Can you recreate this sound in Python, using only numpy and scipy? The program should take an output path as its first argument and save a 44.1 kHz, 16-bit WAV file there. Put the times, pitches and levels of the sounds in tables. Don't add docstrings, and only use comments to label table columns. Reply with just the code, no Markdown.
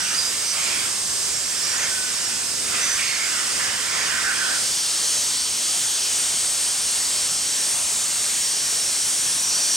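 import sys
import numpy as np
from scipy import signal
from scipy.fft import rfft, irfft, next_fast_len
from scipy.io import wavfile
from scipy.ndimage import uniform_filter1d, map_coordinates

SR = 44100
rng = np.random.default_rng(int(sys.argv[2]) if len(sys.argv) > 2 else 0)


def voltage_ratio(level):
    return 10 ** (np.asarray(level, float) / 20)


def transcribe(u):
    v = np.clip(np.atleast_2d(u).T, -1, 1)
    q = np.round(v * 32767).astype(np.int16)
    wavfile.write(sys.argv[1], SR, q)


N = 430408

# (frequency [Hz], relative level [dB], left-right [dB], likeness of the ports [0-1], left lead [rad])
JET_SIDE_ON = [(24.4, -28, 0, .5, 0), (53.5, -13, 0, 0.1, 0.17), (300, -12.5, 0, 0.6, -0.35),
               (836, -13.5, 0.5, 0.1, -0.69), (1500, -12, -2, 0.84, -1.06), (2100, -14, -4.5, 0.62, -0.58),
               (3430, -9.5, -2.5, 0.38, -0.94), (4520, -9.5, -5, 0.8, -0.52), (5100, -6.5, -9, 0.4, -0.62),
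               (6500, -5, -2.5, 0.8, -0.65), (7400, -2.5, -5, 0.66, -1.37), (9050, -2.5, 1, .99, 0.62),
               (9740, -6.5, -1, 1, 0.19), (12000, -19, 0.5, 1, 0.32), (15000, -28, 0, .95, 0.78),
               (17200, -24, -6, .95, -0.1)]
JET_HEAD_ON = [(25, -26, 0, .7, 0), (55.4, -14.5, 0, 0.7, 0), (500, -13.5, 1, 0.7, 0.041),
               (1230, -11.5, 0.5, 0.49, 0), (2260, -11.5, 0, 1, 0.15), (3300, -8.5, 0, 0.74, 0.31),
               (4870, -5.5, 0, 0.99, 0.59), (6200, -3, 0, 1, 0.25), (7400, -1, 0, 1, 0),
               (8070, -0.5, 0, 0.95, 0.56), (8600, 1.5, 0, 0.67, 0), (9930, -2, 0, 1, 0),
               (10400, -6.5, 0, 0.98, 0.31), (12270, -17.5, 0, .96, 0.68), (14600, -28.5, 0, .99, 0.65),
               (16500, -16, 0, .995, 0)]
# (centre [Hz], width at -6 dB [Hz], relative level [dB])
RECESS_MODES = [(1550, 820, -1.5), (1940, 1800, 2.5), (3140, 1300, -0.5)]
SPRAY_MODES_SIDE_ON = [(4950, 1100, 3.5), (5600, 2600, -1.5), (6500, 440, 3)]
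SPRAY_MODES_HEAD_ON = [(3170, 760, -3), (4690, 1200, 0.5), (5550, 1240, 2), (6400, 250, -2)]
# (start [s], end [s])
POSITION_FADE = (4.43, 4.79)
# (lower edge [Hz], upper edge [Hz], delay [s])
HOUSING_DETOUR = (8750, 15200, .00031)
# (time [s], level [dB])
ROAR_SWEEP = [(0, -29), (.13, -29), (.2, -34.5), (.5, -35), (.62, -29.5), (.85, -31.5), (.92, -38),
              (1.13, -44.5), (1.36, -35), (1.58, -38), (1.84, -30), (1.92, -38.5), (2.15, -33),
              (2.3, -34.5), (2.55, -41), (2.75, -27.5), (2.95, -30), (3, -30.5), (3.4, -31), (3.48, -34),
              (3.72, -29), (3.95, -27), (4.57, -28), (4.62, -33)]
# (time [s], level [dB])
SPRAY_CREEP = [(4.75, -28.5), (5.38, -28.5), (5.68, -31.5), (5.91, -29.5), (6.25, -33), (6.76, -29.5),
               (7.4, -30.5), (8.11, -36), (8.46, -31), (9.3, -37.5), (9.55, -29.5), (9.76, -31)]
# (start [s], end [s], start pitch [Hz], end pitch [Hz], level [dB])
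EDGE_WHISTLES = [(-.05, .18, 5640, 6050, -30), (.14, 0.314, 4800, 4980, -26),
                 (0.217, 0.285, 6140, 6050, -30), (.37, 0.572, 4980, 4880, -38),
                 (0.438, .54, 5870, 5960, -29.5), (0.573, .66, 6500, 6500, -32),
                 (.62, 0.862, 4880, 4800, -37), (1.42, 1.603, 5800, 5780, -35),
                 (1.624, 1.78, 5720, 5650, -30), (1.545, 1.78, 4950, 4800, -35),
                 (1.761, 1.862, 6640, 6560, -28), (1.78, 1.87, 5900, 6150, -32),
                 (1.9, 2.134, 1530, 1475, -38.5), (2.802, 2.98, 5930, 6160, -27)]
# (start [s], end [s], pitch [Hz], half-power width [Hz], level [dB])
HOLLOW_HOWLS = [(0.038, .17, 2800, 300, -34), (0.127, 0.216, 9750, 150, -33), (.56, .85, 2410, 600, -37),
                (.58, .7, 7350, 250, -31), (1.33, 1.4, 5550, 200, -33), (1.351, 1.8, 7500, 250, -33),
                (1.773, 1.86, 2120, 350, -35), (2.238, 2.333, 5520, 150, -33), (2.98, 3.12, 2650, 500, -31),
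                (2.979, 3.3, 2230, 330, -29), (3, 3.2, 6530, 250, -32), (3.062, 3.17, 4430, 170, -31),
                (3.204, 3.42, 7300, 200, -33), (3.59, 3.71, 1677, 350, -29.5), (3.93, 4.35, 1993, 200, -35),
                (4.07, 4.223, 1550, 140, -27), (4.234, 4.35, 1550, 150, -23.5),
                (4.381, 4.606, 1527, 140, -27.5), (5, 5.3, 6400, 150, -35), (5.152, 5.45, 5830, 150, -38),
                (5.599, 6.4, 3094, 400, -37.5), (5.747, 6.15, 6500, 150, -36),
                (6.378, 6.552, 8050, 250, -27), (6.35, 7.1, 9000, 700, -33), (6.899, 8, 7700, 250, -33),
                (7.148, 7.75, 5600, 300, -31.5), (8.4, 9.42, 5680, 400, -28.5),
                (9.05, 9.45, 10100, 400, -29), (9.05, 9.45, 9240, 200, -33),
                (9.419, 9.85, 5790, 250, -23.5), (9.498, 9.85, 4570, 220, -32)]


def unit(x):
    return x / np.sqrt(np.mean(x ** 2) + 1e-20)


def read(rows, at):
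    first, *columns = np.transpose(rows)
    return [np.interp(at, first, column) for column in columns]


def on_log(table, hz):
    return read([(np.log(f), *rest) for f, *rest in table], np.log(hz + 1))


def wobble(rate):
    knots = rng.standard_normal(int(N * rate / SR) + 4)
    return map_coordinates(knots, [np.arange(N) * rate / SR])


def filtered(x, response):
    size = next_fast_len(N + 8192)
    return irfft(rfft(x, size) * response(np.fft.rfftfreq(size, 1 / SR)), size)[..., :N]


def turbulence(table, patchy_db):
    noise = signal.stft(rng.standard_normal((2, N)), nperseg=512)[2]
    patches = uniform_filter1d(rng.standard_normal(noise.shape[1:]), size=3, axis=0)
    patches = uniform_filter1d(patches, size=30, axis=1)
    pair = signal.istft(noise * voltage_ratio(patchy_db * unit(patches)), nperseg=512)[1][:, :N]

    def split(hz):
        likeness = np.clip(on_log(table, hz)[2], 0, 1)
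        angle = np.arccos(likeness) / 2
        return np.array([np.cos(angle), np.sin(angle)])
    shared, opposed = filtered(pair, split)
    return np.array([shared + opposed, shared - opposed])


def jet(table, level_db):
    hiss = unit(filtered(turbulence(table, patchy_db=1.2), lambda hz: voltage_ratio(on_log(table, hz)[0])))
    flutter_db = 0.45 * wobble(4) + 0.3 * wobble(12)
    return voltage_ratio(level_db + flutter_db) * hiss


def blown(modes, table, patchy_db):
    def peaks(hz):
        power = sum(voltage_ratio(db) ** 2 / (1 + ((hz - centre) / (width / 2)) ** 2) ** 2
                    for centre, width, db in modes)
        return np.sqrt(power)
    return unit(filtered(turbulence(table, patchy_db), peaks))


def recess_roar(level_db):
    return voltage_ratio(level_db + 1.27 * wobble(12)) * blown(RECESS_MODES, JET_SIDE_ON, patchy_db=2.5)


def metal_spray_side_on(depth_db):
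    level_db = -32 + 0.26 * depth_db + 1.3 * wobble(12)
    return voltage_ratio(level_db) * blown(SPRAY_MODES_SIDE_ON, JET_SIDE_ON, patchy_db=1.9)


def ringing(rows):
    fade_in_s, clear_hz, waver = 0.012, 25, 0.008
    out = np.zeros((2, N))
    for start, end, start_hz, end_hz, width, db, fade_db, pan_db in rows:
        i = np.arange(max(int(start * SR), 0), min(int(end * SR), N))
        t = i / SR
        pole = np.exp(-1.5 * np.pi * width / SR)
        push = [1, 1j] @ rng.standard_normal((2, 2 * SR))[:, :len(i)]
        rough = signal.lfilter([1], np.convolve([1, -pole], [1, -pole]), push)
        tone = rough / np.std(rough) + clear_hz / width

        pitch = np.interp(t, [start, end], [start_hz, end_hz]) * (1 + waver * wobble(25)[i])
        phase = 2 * np.pi * np.cumsum(pitch) / SR
        edges = np.clip(np.minimum(t - start, end - t) / fade_in_s, 0, 1)
        swell = edges * voltage_ratio(fade_db * (.5 - (t - start) / (end - start)))
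        port_gains = voltage_ratio(db + np.array([[pan_db / 2], [-pan_db / 2]]))
        out[:, i] += port_gains * swell * np.real(tone * np.exp(1j * phase))
    return out


def at_position(rows, side):
    return [row for row in rows if (row[0] < POSITION_FADE[0]) == side]


def edge_whistles():
    q, fade_db, pan_db = 77, 1.5, -1
    return ringing([(start, end, hz0, hz1, hz0 / q, db, fade_db, pan_db)
                    for start, end, hz0, hz1, db in at_position(EDGE_WHISTLES, True)])


def hollow_howls(side):
    sag_per_s, fade_db, pan_db = (.1, 4, -2.5) if side else (0, 0, 0)
    return ringing([(start, end, hz, hz * (1 - sag_per_s * (end - start)), width, db, fade_db, pan_db)
                    for start, end, hz, width, db in at_position(HOLLOW_HOWLS, side)])


def metal_spray_head_on():
    level_db, = read(SPRAY_CREEP, np.arange(N) / SR)
    return voltage_ratio(level_db + 1.16 * wobble(8)) * blown(SPRAY_MODES_HEAD_ON, JET_HEAD_ON, patchy_db=1.7)


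def ports(x, table, left_first):
    low_hz, high_hz, delay_s = HOUSING_DETOUR

    def response(hz):
        _, pan_db, _, lead = on_log(table, hz)
        detour = 2 * np.pi * delay_s * (np.clip(hz, low_hz, high_hz) - low_hz)
        left = voltage_ratio(pan_db / 2) * np.exp(.5j * (lead + left_first * detour))
        return np.array([left, 1 / left])
    return filtered(x, response)


def side_on():
    roar_db, = read(ROAR_SWEEP, np.arange(N) / SR)
    depth_db = roar_db - np.mean([db for _, db in ROAR_SWEEP])
    blast = jet(JET_SIDE_ON, -25 - 0.066 * depth_db)
    blast = blast + recess_roar(roar_db) + metal_spray_side_on(depth_db)
    return ports(blast + edge_whistles() + hollow_howls(True), JET_SIDE_ON, left_first=0.97)


def head_on():
    blast = jet(JET_HEAD_ON, -22.5) + metal_spray_head_on()
    return ports(blast + hollow_howls(False), JET_HEAD_ON, left_first=-1.11)


def scene():
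    turn = np.interp(np.arange(N) / SR, POSITION_FADE, [0, np.pi / 2])
    return np.cos(turn) * side_on() + np.sin(turn) * head_on()


def limited(x):
    power = np.mean(x ** 2, axis=0)
    quick, slow = (np.abs(uniform_filter1d(power, size=n)) + 1e-9 for n in (64, 8820))
    return x * (.15 + quick / slow) ** -.16


def low_pass(x):
    return signal.sosfilt(signal.butter(12, 17100, fs=SR, output="sos"), x)


def record(dry):
    def band(hz):
        low_cut = (hz / 48) ** 3 / np.sqrt(1 + (hz / 48) ** 6)
        return (hz < 15790) * low_cut
    return low_pass(filtered(limited(dry), band))


dry = scene()
out = record(dry)
transcribe(out)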